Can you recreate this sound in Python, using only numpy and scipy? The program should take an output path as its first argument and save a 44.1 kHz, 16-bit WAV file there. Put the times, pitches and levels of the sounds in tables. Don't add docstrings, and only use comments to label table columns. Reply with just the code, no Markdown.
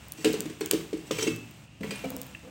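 import sys
import numpy as np
from scipy import signal
from scipy.fft import rfft, irfft
from scipy.io import wavfile
from scipy.ndimage import uniform_filter1d

SR = 44100
rng = np.random.default_rng(int(sys.argv[2]) if len(sys.argv) > 2 else 0)


def amplitude_ratio(level_db):
    exponent = np.asarray(level_db, float) / 20
    return 10 ** exponent


def wav_record(signal):
    frames = np.transpose(np.atleast_2d(signal))
    bounded = np.clip(frames, -1, 1)
    quanta = np.round(bounded * 32767).astype(np.int16)
    wavfile.write(sys.argv[1], SR, quanta)


N = 110250


def evened(x):
    return x / np.sqrt(np.mean(x ** 2) + 1e-20)


def read(points, hz):
    f, value = np.transpose(points)
    return np.interp(np.log(hz + 1), np.log(f + 1), value, value[0] - 20, value[-1] - 50)


def coloured(x, colour):
    gain = amplitude_ratio(read(colour, np.fft.rfftfreq(len(x), 1 / SR)))
    return evened(irfft(rfft(x) * gain, len(x)))


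def add(mix, s, sound):
    part = mix[round(s * SR):][:len(sound)]
    part += sound[:len(part)]


def dying(t, rise_s, t60):
    return (1 - np.exp(-t / rise_s)) * amplitude_ratio(-60 * t / t60)


def slips(count):
    slips_per_s, spread_db = 2500, -2
    size = amplitude_ratio(spread_db * np.minimum(rng.exponential(1, count), 4))
    size = size * (rng.random(count) < slips_per_s / SR)
    return evened(size * rng.standard_normal(count)) + 1.27 * rng.standard_normal(count)


def ring(modes, spot_hz, free):
    spot_db_per_octave, scatter_db, detune = 10, 1, 0.008
    t = np.arange(SR // 2) / SR
    hz, db, t60 = np.transpose(modes)[:, :, None]
    luck = rng.standard_normal((3, len(modes), 1))
    db = db - spot_db_per_octave * abs(np.log2(hz / spot_hz)) + scatter_db * luck[0]
    rise_s = 0.0028 * (400 / hz) ** 2
    hz = hz * (1 + detune * luck[2])
    sag = 1 + 0.026 * np.exp(-t / 0.0054)
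    push = dying(t, 0.0034, 2 * free * 0.069) * np.sin(2 * np.pi * spot_hz * t * sag)
    fall = dying(t, rise_s, t60 * free ** (hz / spot_hz))
    body = amplitude_ratio(db) * fall * np.sin(2 * np.pi * hz * t + luck[1] / 4)
    return 0.5 * (push + body.sum(0))


# (frequency [Hz], level [dB])
CRACK_COLOUR = [(500, -9), (750, -17.5), (2800, -10.5), (5100, -17.5), (8300, -16), (9800, -27),
                (14500, -31), (15900, -24)]


def knocks(rows, modes):
    thuds, cracks, t = np.zeros(N), np.zeros(N), np.arange(8192) / SR
    for s, thud_db, spot_hz, crack_db, free in rows:
        add(thuds, s, amplitude_ratio(thud_db) * ring(modes, spot_hz, free))
        crack = coloured(rng.standard_normal(len(t)), CRACK_COLOUR)
        add(cracks, s, amplitude_ratio(crack_db - 8) * dying(t, 0.0012, 0.053) * crack)
    return thuds, cracks


# (time [s], thud level [dB], pitch of the spot [Hz], crack level [dB], share of the free ring time [0-1])
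STOVE_KNOCKS = [(.186, -34, 282, -51, 1), (.2448, -19, 295, -13.5, 1), (.2545, -11, 430, -20, 0.55),
                (.263, -22.5, 430, -37, 0.37), (.271, -11, 320, -35, 0.29), (.289, -30, 313, -45, 1),
                (.300, -16, 336, -45, 0.27), (.339, -18, 430, -23.5, 0.46), (.365, -33, 430, -55, 0.52),
                (.377, -22, 209, -53, 0.71), (.410, -31.5, 441, -40, 1), (.456, -23.5, 307, -29.5, 0.56),
                (.497, -30.5, 321, -33.5, 0.75), (.609, -20, 401.6, -22, 0.83), (.645, -32, 327, -48, 0.65),
                (.657, -39, 330, -31, 0.33), (.7095, -20.5, 372, -18, 0.45), (.733, -11, 383, -20.5, 0.31),
                (.742, -17.5, 305, -45, 0.6), (.757, -18, 315, -54, 0.28), (.782, -30, 320, -38, 0.22),
                (.808, -38, 430, -32, 0.5), (.929, -19, 403, -31, 0.6), (.939, -19.5, 320, -57, 0.4),
                (.977, -38.5, 296, -54, 0.83), (1.1095, -11, 494, -18.5, .3),
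                (1.131, -18.5, 190, -40, 0.37), (1.1862, -22.5, 430, -24, 0.44),
                (1.223, -20, 394, -20, 0.27), (1.234, -20, 410, -33, 0.36), (1.267, -17, 398, -27, .35),
                (1.276, -16, 293.5, -23.5, 0.85), (1.314, -42, 293, -55, 0.21),
                (1.386, -32, 294, -65, 0.27)]
# (frequency [Hz], level [dB], t60 [s])
STOVE_MODES = [(115.1, -27, 0.45), (164.3, -1, 0.43), (248.5, -2.5, 0.13), (312.3, 6.5, 0.13),
               (396, -0.5, 0.12), (430.5, 1.5, 0.17), (512, -12.5, 0.18), (590, -27, 0.067)]


def stove_knocks():
    return knocks(STOVE_KNOCKS, STOVE_MODES)


# (time [s], thud level [dB], pitch of the spot [Hz], crack level [dB], share of the free ring time [0-1])
COUNTER_KNOCKS = [
    (1.807, -25.5, 233, -37.5, 0.76),
    (1.83, -21, 197, -42, 0.36),
    (1.843, -24.5, 430, -37, 0.28),
    (1.868, -27.5, 166, -38, 0.57),
    (1.907, -33.5, 493, -22.5, 0.5),
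    (1.918, -29.5, 430, -52, 0.39),
    (1.956, -57, 450, -36, 0.9),
    (2.04, -27.5, 486, -35.5, 0.47),
    (2.052, -27.5, 202, -36, 0.37),
    (2.14, -36, 253, -60, 1),
]
# (frequency [Hz], level [dB], t60 [s])
COUNTER_MODES = [(123.2, -0.5, 0.46), (165, -11, 0.33), (194.8, 4.5, 0.36), (208, 3, 0.14),
                 (269.5, 4, 0.22), (430, 5.5, 0.15), (513, 1.5, 0.31), (649, 3, 0.13)]


def counter_knocks():
    return knocks(COUNTER_KNOCKS, COUNTER_MODES)


# (time [s], level [dB], frequency [Hz], t60 [s])
CLINKS = [(0.2475, -27, 2920, 0.053), (.2455, -26, 4020, 0.04), (0.245, -20, 8100, 0.023),
          (.6098, -43, 2420, 0.062), (0.608, -38, 4364, 0.09), (.6098, -36, 5770, 0.04),
          (.6098, -47, 6500, 0.045), (0.61, -53, 1870, 0.11), (.62, -41, 5600, .03),
          (1.169, -42.5, 113.5, 2.9), (.7113, -17, 2700, 0.012), (1.108, -26.5, 1210, 0.027),
          (1.111, -20.5, 3550, 0.01), (1.11, -37, 7230, 0.016), (1.115, -45, 5550, 0.28),
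          (1.13, -50, 4200, .1), (1.188, -37, 6500, .05), (1.192, -29.5, 1310, 0.029),
          (1.207, -31, 5800, .05), (1.219, -32, 6720, 0.058), (1.2266, -41, 7700, 0.13),
          (1.23, -40, 9800, 0.065), (1.274, -30.5, 6500, 0.047), (1.275, -48.5, 5556, 0.29),
          (1.278, -40, 4860, 0.079), (1.289, -47, 8200, 0.099), (1.186, -27, 2320, 0.053),
          (1.194, -35, 3100, 0.2), (1.2274, -22, 5600, 0.031), (1.2266, -32, 6200, 0.11),
          (1.275, -35, 2627, 0.54), (1.272, -31, 2186, 0.067), (1.272, -29, 2727, 0.087),
          (1.329, -39, 116.2, 0.55), (1.8312, -29, 2000, 0.028), (1.8312, -46, 2300, 0.15),
          (1.9066, -43, 3180, .15), (1.9077, -42.5, 1310, .08), (1.9067, -48, 5938, 0.13),
          (2.042, -34, 2334, 0.049), (2.045, -47, 1297, .25), (2.045, -38.5, 696, 0.13),
          (2.045, -46, 2900, 0.1), (1.8312, -51, 4200, 0.082), (1.9063, -40.5, 2439, 0.41),
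          (1.9071, -36, 8070, 0.045), (1.9071, -43.5, 4790, 0.18), (1.956, -51, 11130, 0.22),
          (1.957, -40, 8700, 0.056), (2.349, -28, 2700, 0.024), (2.3487, -35, 1790, 0.018)]


def blade_clinks():
    out, t = np.zeros(N), np.arange(SR) / SR
    for s, db, hz, t60 in CLINKS:
        off, turn = rng.uniform(-1.01, 1, (2, 4, 1))
        side_hz = hz + off * 9.9 / t60
        sides = np.sin(2 * np.pi * side_hz * t + np.pi * turn).sum(0)
        cluster = np.sin(2 * np.pi * hz * t) + min(0.29, 0.05 / t60) * sides
        add(out, s, amplitude_ratio(db - 0.5) * dying(t, 0.0005, t60) * cluster)
    return out


# (start [s], length [s], level [dB], brightest frequency [Hz])
STROKES = [
    (0.167, 0.24, -50.5, 6740),
    (0.971, 0.012, -50.5, 6900),
    (1.052, 0.077, -55, 7900),
    (1.11, 0.21, -44, 5300),
    (1.181, 0.1, -37.5, 6160),
    (1.257, 0.035, -55, 6000),
    (1.831, 0.026, -40.5, 2400),
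    (1.904, 0.18, -49, 3400),
]
# (frequency [Hz], level [dB])
STROKE_AIR = [(9000, -18), (11500, -2), (14800, 24), (15900, -6)]
# (frequency [Hz], level [dB])
DRAG_COLOUR = [(500, 3), (1500, -4), (2800, -1.5), (4600, -10), (8300, -7), (9800, -18), (14500, -17.5),
               (15900, -11.5)]


def blade_strokes():
    singing_width_hz, singing_db, clump_db = 56, 12, 4.5
    tilt_db_per_octave, air_db = 7, -16
    count = 8192
    out, hz = np.zeros(N), np.fft.rfftfreq(count, 1 / SR)
    modes_hz = np.geomspace(1000, 12000, num=36)[:, None] * rng.uniform(0.92, 1.03, (36, 1))
    resonances = 1 / (1 + 2j * (hz - modes_hz) / singing_width_hz)
    singing = 1 + amplitude_ratio(singing_db) * resonances.sum(0)
    for s, length, db, top_hz in STROKES:
        u = np.clip(np.arange(count) / SR / length, 0, 1)
        clumps = evened(uniform_filter1d(rng.standard_normal(count), size=350))
        grit = slips(count) * np.sin(np.pi * u ** 0.44) * amplitude_ratio(clump_db * clumps)
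        tilt = amplitude_ratio(-tilt_db_per_octave * abs(np.log2((hz + 1) / top_hz)))
        body = coloured(irfft(rfft(grit) * tilt * singing), DRAG_COLOUR)
        scrape = body + amplitude_ratio(air_db) * coloured(grit, STROKE_AIR)
        add(out, s, amplitude_ratio(db) * np.sqrt(length * SR / count / 2) * scrape)
    return out


# (start [s], length [s], level [dB])
RUBS = [
    (2.035, 0.061, -41),
    (2.097, 0.099, -42.5),
    (2.158, 0.16, -52.5),
    (2.426, 0.22, -49),
]
# (frequency [Hz], width [Hz], level [dB])
RUB_MODES = [(129, 15, -6), (190, 17, -4.5), (263.3, 11, 1.5), (498.7, 20, -1.5), (688, 12, -15.5)]


def handle_rubs():
    t, hz = np.arange(N) / SR, np.fft.rfftfreq(N, 1 / SR)
    swell = np.zeros(N)
    for s, length, db in RUBS:
        swell += amplitude_ratio(db) * np.sin(np.pi * np.clip((t - s) / length, 0, 1) ** 0.55)
    body = sum(amplitude_ratio(db) / (1 + 2j * (hz - f) / width) for f, width, db in RUB_MODES)
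    padded = rfft(np.r_[swell * slips(N), np.zeros(N)])
    body = np.interp(np.arange(N + 1) / 2, np.arange(len(hz)), body)
    return irfft(padded * body)[:N] / np.sqrt(np.mean(abs(body) ** 2))


# (time [s], level [dB], share of the lower part [dB])
SPITS = [(0.084, -25.5, -19), (0.1209, -11, -19), (0.3057, -27, -24), (0.3288, -15, -32), (0.3332, -22, -6),
         (0.4055, -8, -14.5), (0.6077, -19.5, -25), (0.611, -30, -12), (0.6599, -9, -17.5),
         (0.7116, -13.5, -2.5), (0.7122, 1, -18.5), (1.362, -22.5, -19), (1.5103, -30, -18),
         (2.044, -27, -25), (2.0575, -30, -20), (2.0978, -26, -26), (2.1037, -14.5, -23),
         (2.1655, -14.5, -23), (2.216, -13, -20.5), (2.232, -30, -14.5), (2.2665, -23.5, -22)]
# (frequency [Hz], level [dB])
SPIT_TOP = [(8000, 2.5), (10000, -4.5), (13500, -1), (16600, 7.5)]
# (frequency [Hz], level [dB])
SPIT_LOW = [(1500, -10.5), (3000, -8), (7200, 3.5), (9500, -9)]


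def fat_spits():
    echo_s = 0.0148
    out, t = np.zeros(N), np.arange(2048) / SR
    for s, db, low_db in SPITS:
        top, low = rng.standard_normal((2, len(t)))
        pop = coloured(top, SPIT_TOP) + amplitude_ratio(low_db + 13.5) * coloured(low, SPIT_LOW)
        pop = pop * dying(t, 0.00012, 0.0063)
        add(out, s, amplitude_ratio(db - 11) * pop)
        add(out, s + echo_s, amplitude_ratio(db - 28) * pop)
    return out


# (time [s], level [dB])
DRAG_PRESSURE = [(0, -54.5), (.17, -54.5), (.4, -48), (.58, -55.5), (.9, -55), (1.35, -54), (1.64, -58.5),
                 (1.68, -68.5), (1.8, -65.5), (1.85, -50), (2.2, -51.5), (2.5, -59)]


def drag():
    grit = slips(N)
    pressure = amplitude_ratio(np.interp(np.arange(N) / SR, *np.transpose(DRAG_PRESSURE)))
    shake = evened(signal.oaconvolve(grit, ring(STOVE_MODES, 229, 1))[:N])
    return pressure * (amplitude_ratio(0.5) * coloured(grit, DRAG_COLOUR) + amplitude_ratio(-3.5) * shake)


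# (frequency [Hz], level [dB])
HUM_COLOUR = [(40, -13), (60, -19), (121, 1.5), (170, -5), (520, -22), (800, -24), (8300, -34.5),
              (15900, -71)]
# (frequency [Hz], width [Hz], level [dB])
HUMPS = [(2700, 610, -63), (112, 32, -64), (68.7, 24, -59.5)]


def kitchen_hum():
    hz = np.fft.rfftfreq(N, 1 / SR)
    out = amplitude_ratio(-53.5) * coloured(rng.standard_normal(N), HUM_COLOUR)
    for top_hz, width, db in HUMPS:
        hump = rfft(rng.standard_normal(N)) / (1 + ((hz - top_hz) / width * 2) ** 2)
        out = out + amplitude_ratio(db) * evened(irfft(hump, N))
    return out


# (frequency [Hz], t60 [s])
ROOM_DECAY = [(150, 0.77), (400, 0.36), (1500, 0.42), (4000, .4), (9000, 0.37), (15000, 0.45)]


def room(x):
    hz, t, z = signal.stft(rng.standard_normal(SR), SR, nperseg=512)
    f, t60 = np.transpose(ROOM_DECAY)
    fall = amplitude_ratio(-60 * t / np.interp(hz, f, t60)[:, None])
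    below_top = (hz < 15900)[:, None]
    tail = signal.istft(z * fall * below_top, SR, nperseg=512)[1]
    tail = tail * np.clip(np.arange(len(tail)) / SR / 0.01 - 0.4, 0, 1)
    return signal.fftconvolve(x, tail / np.linalg.norm(tail))[:N]


def scene():
    stove_thud, stove_crack = stove_knocks()
    counter_thud, counter_crack = counter_knocks()
    low = stove_thud + counter_thud + handle_rubs()
    bright = stove_crack + counter_crack + blade_strokes()
    steel, fat = blade_clinks(), fat_spits()
    wet = room(amplitude_ratio(-9) * low + amplitude_ratio(-3.5) * bright + amplitude_ratio(-15) * steel + amplitude_ratio(-19) * fat)
    return (low + bright + steel + fat + wet + drag() + kitchen_hum())[None]


def low_pass(x):
    return signal.sosfilt(signal.butter(12, 16990, fs=SR, output="sos"), x)


def record(dry):
    mix = signal.sosfilt(signal.butter(4, 42, "highpass", fs=SR, output="sos"), dry)
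    treble_edge = signal.firwin(255, 16200, window=("kaiser", 8), fs=SR)
    mix = signal.oaconvolve(mix, treble_edge[None], "same")
    return low_pass(mix)


dry = scene()
out = record(dry)
wav_record(out)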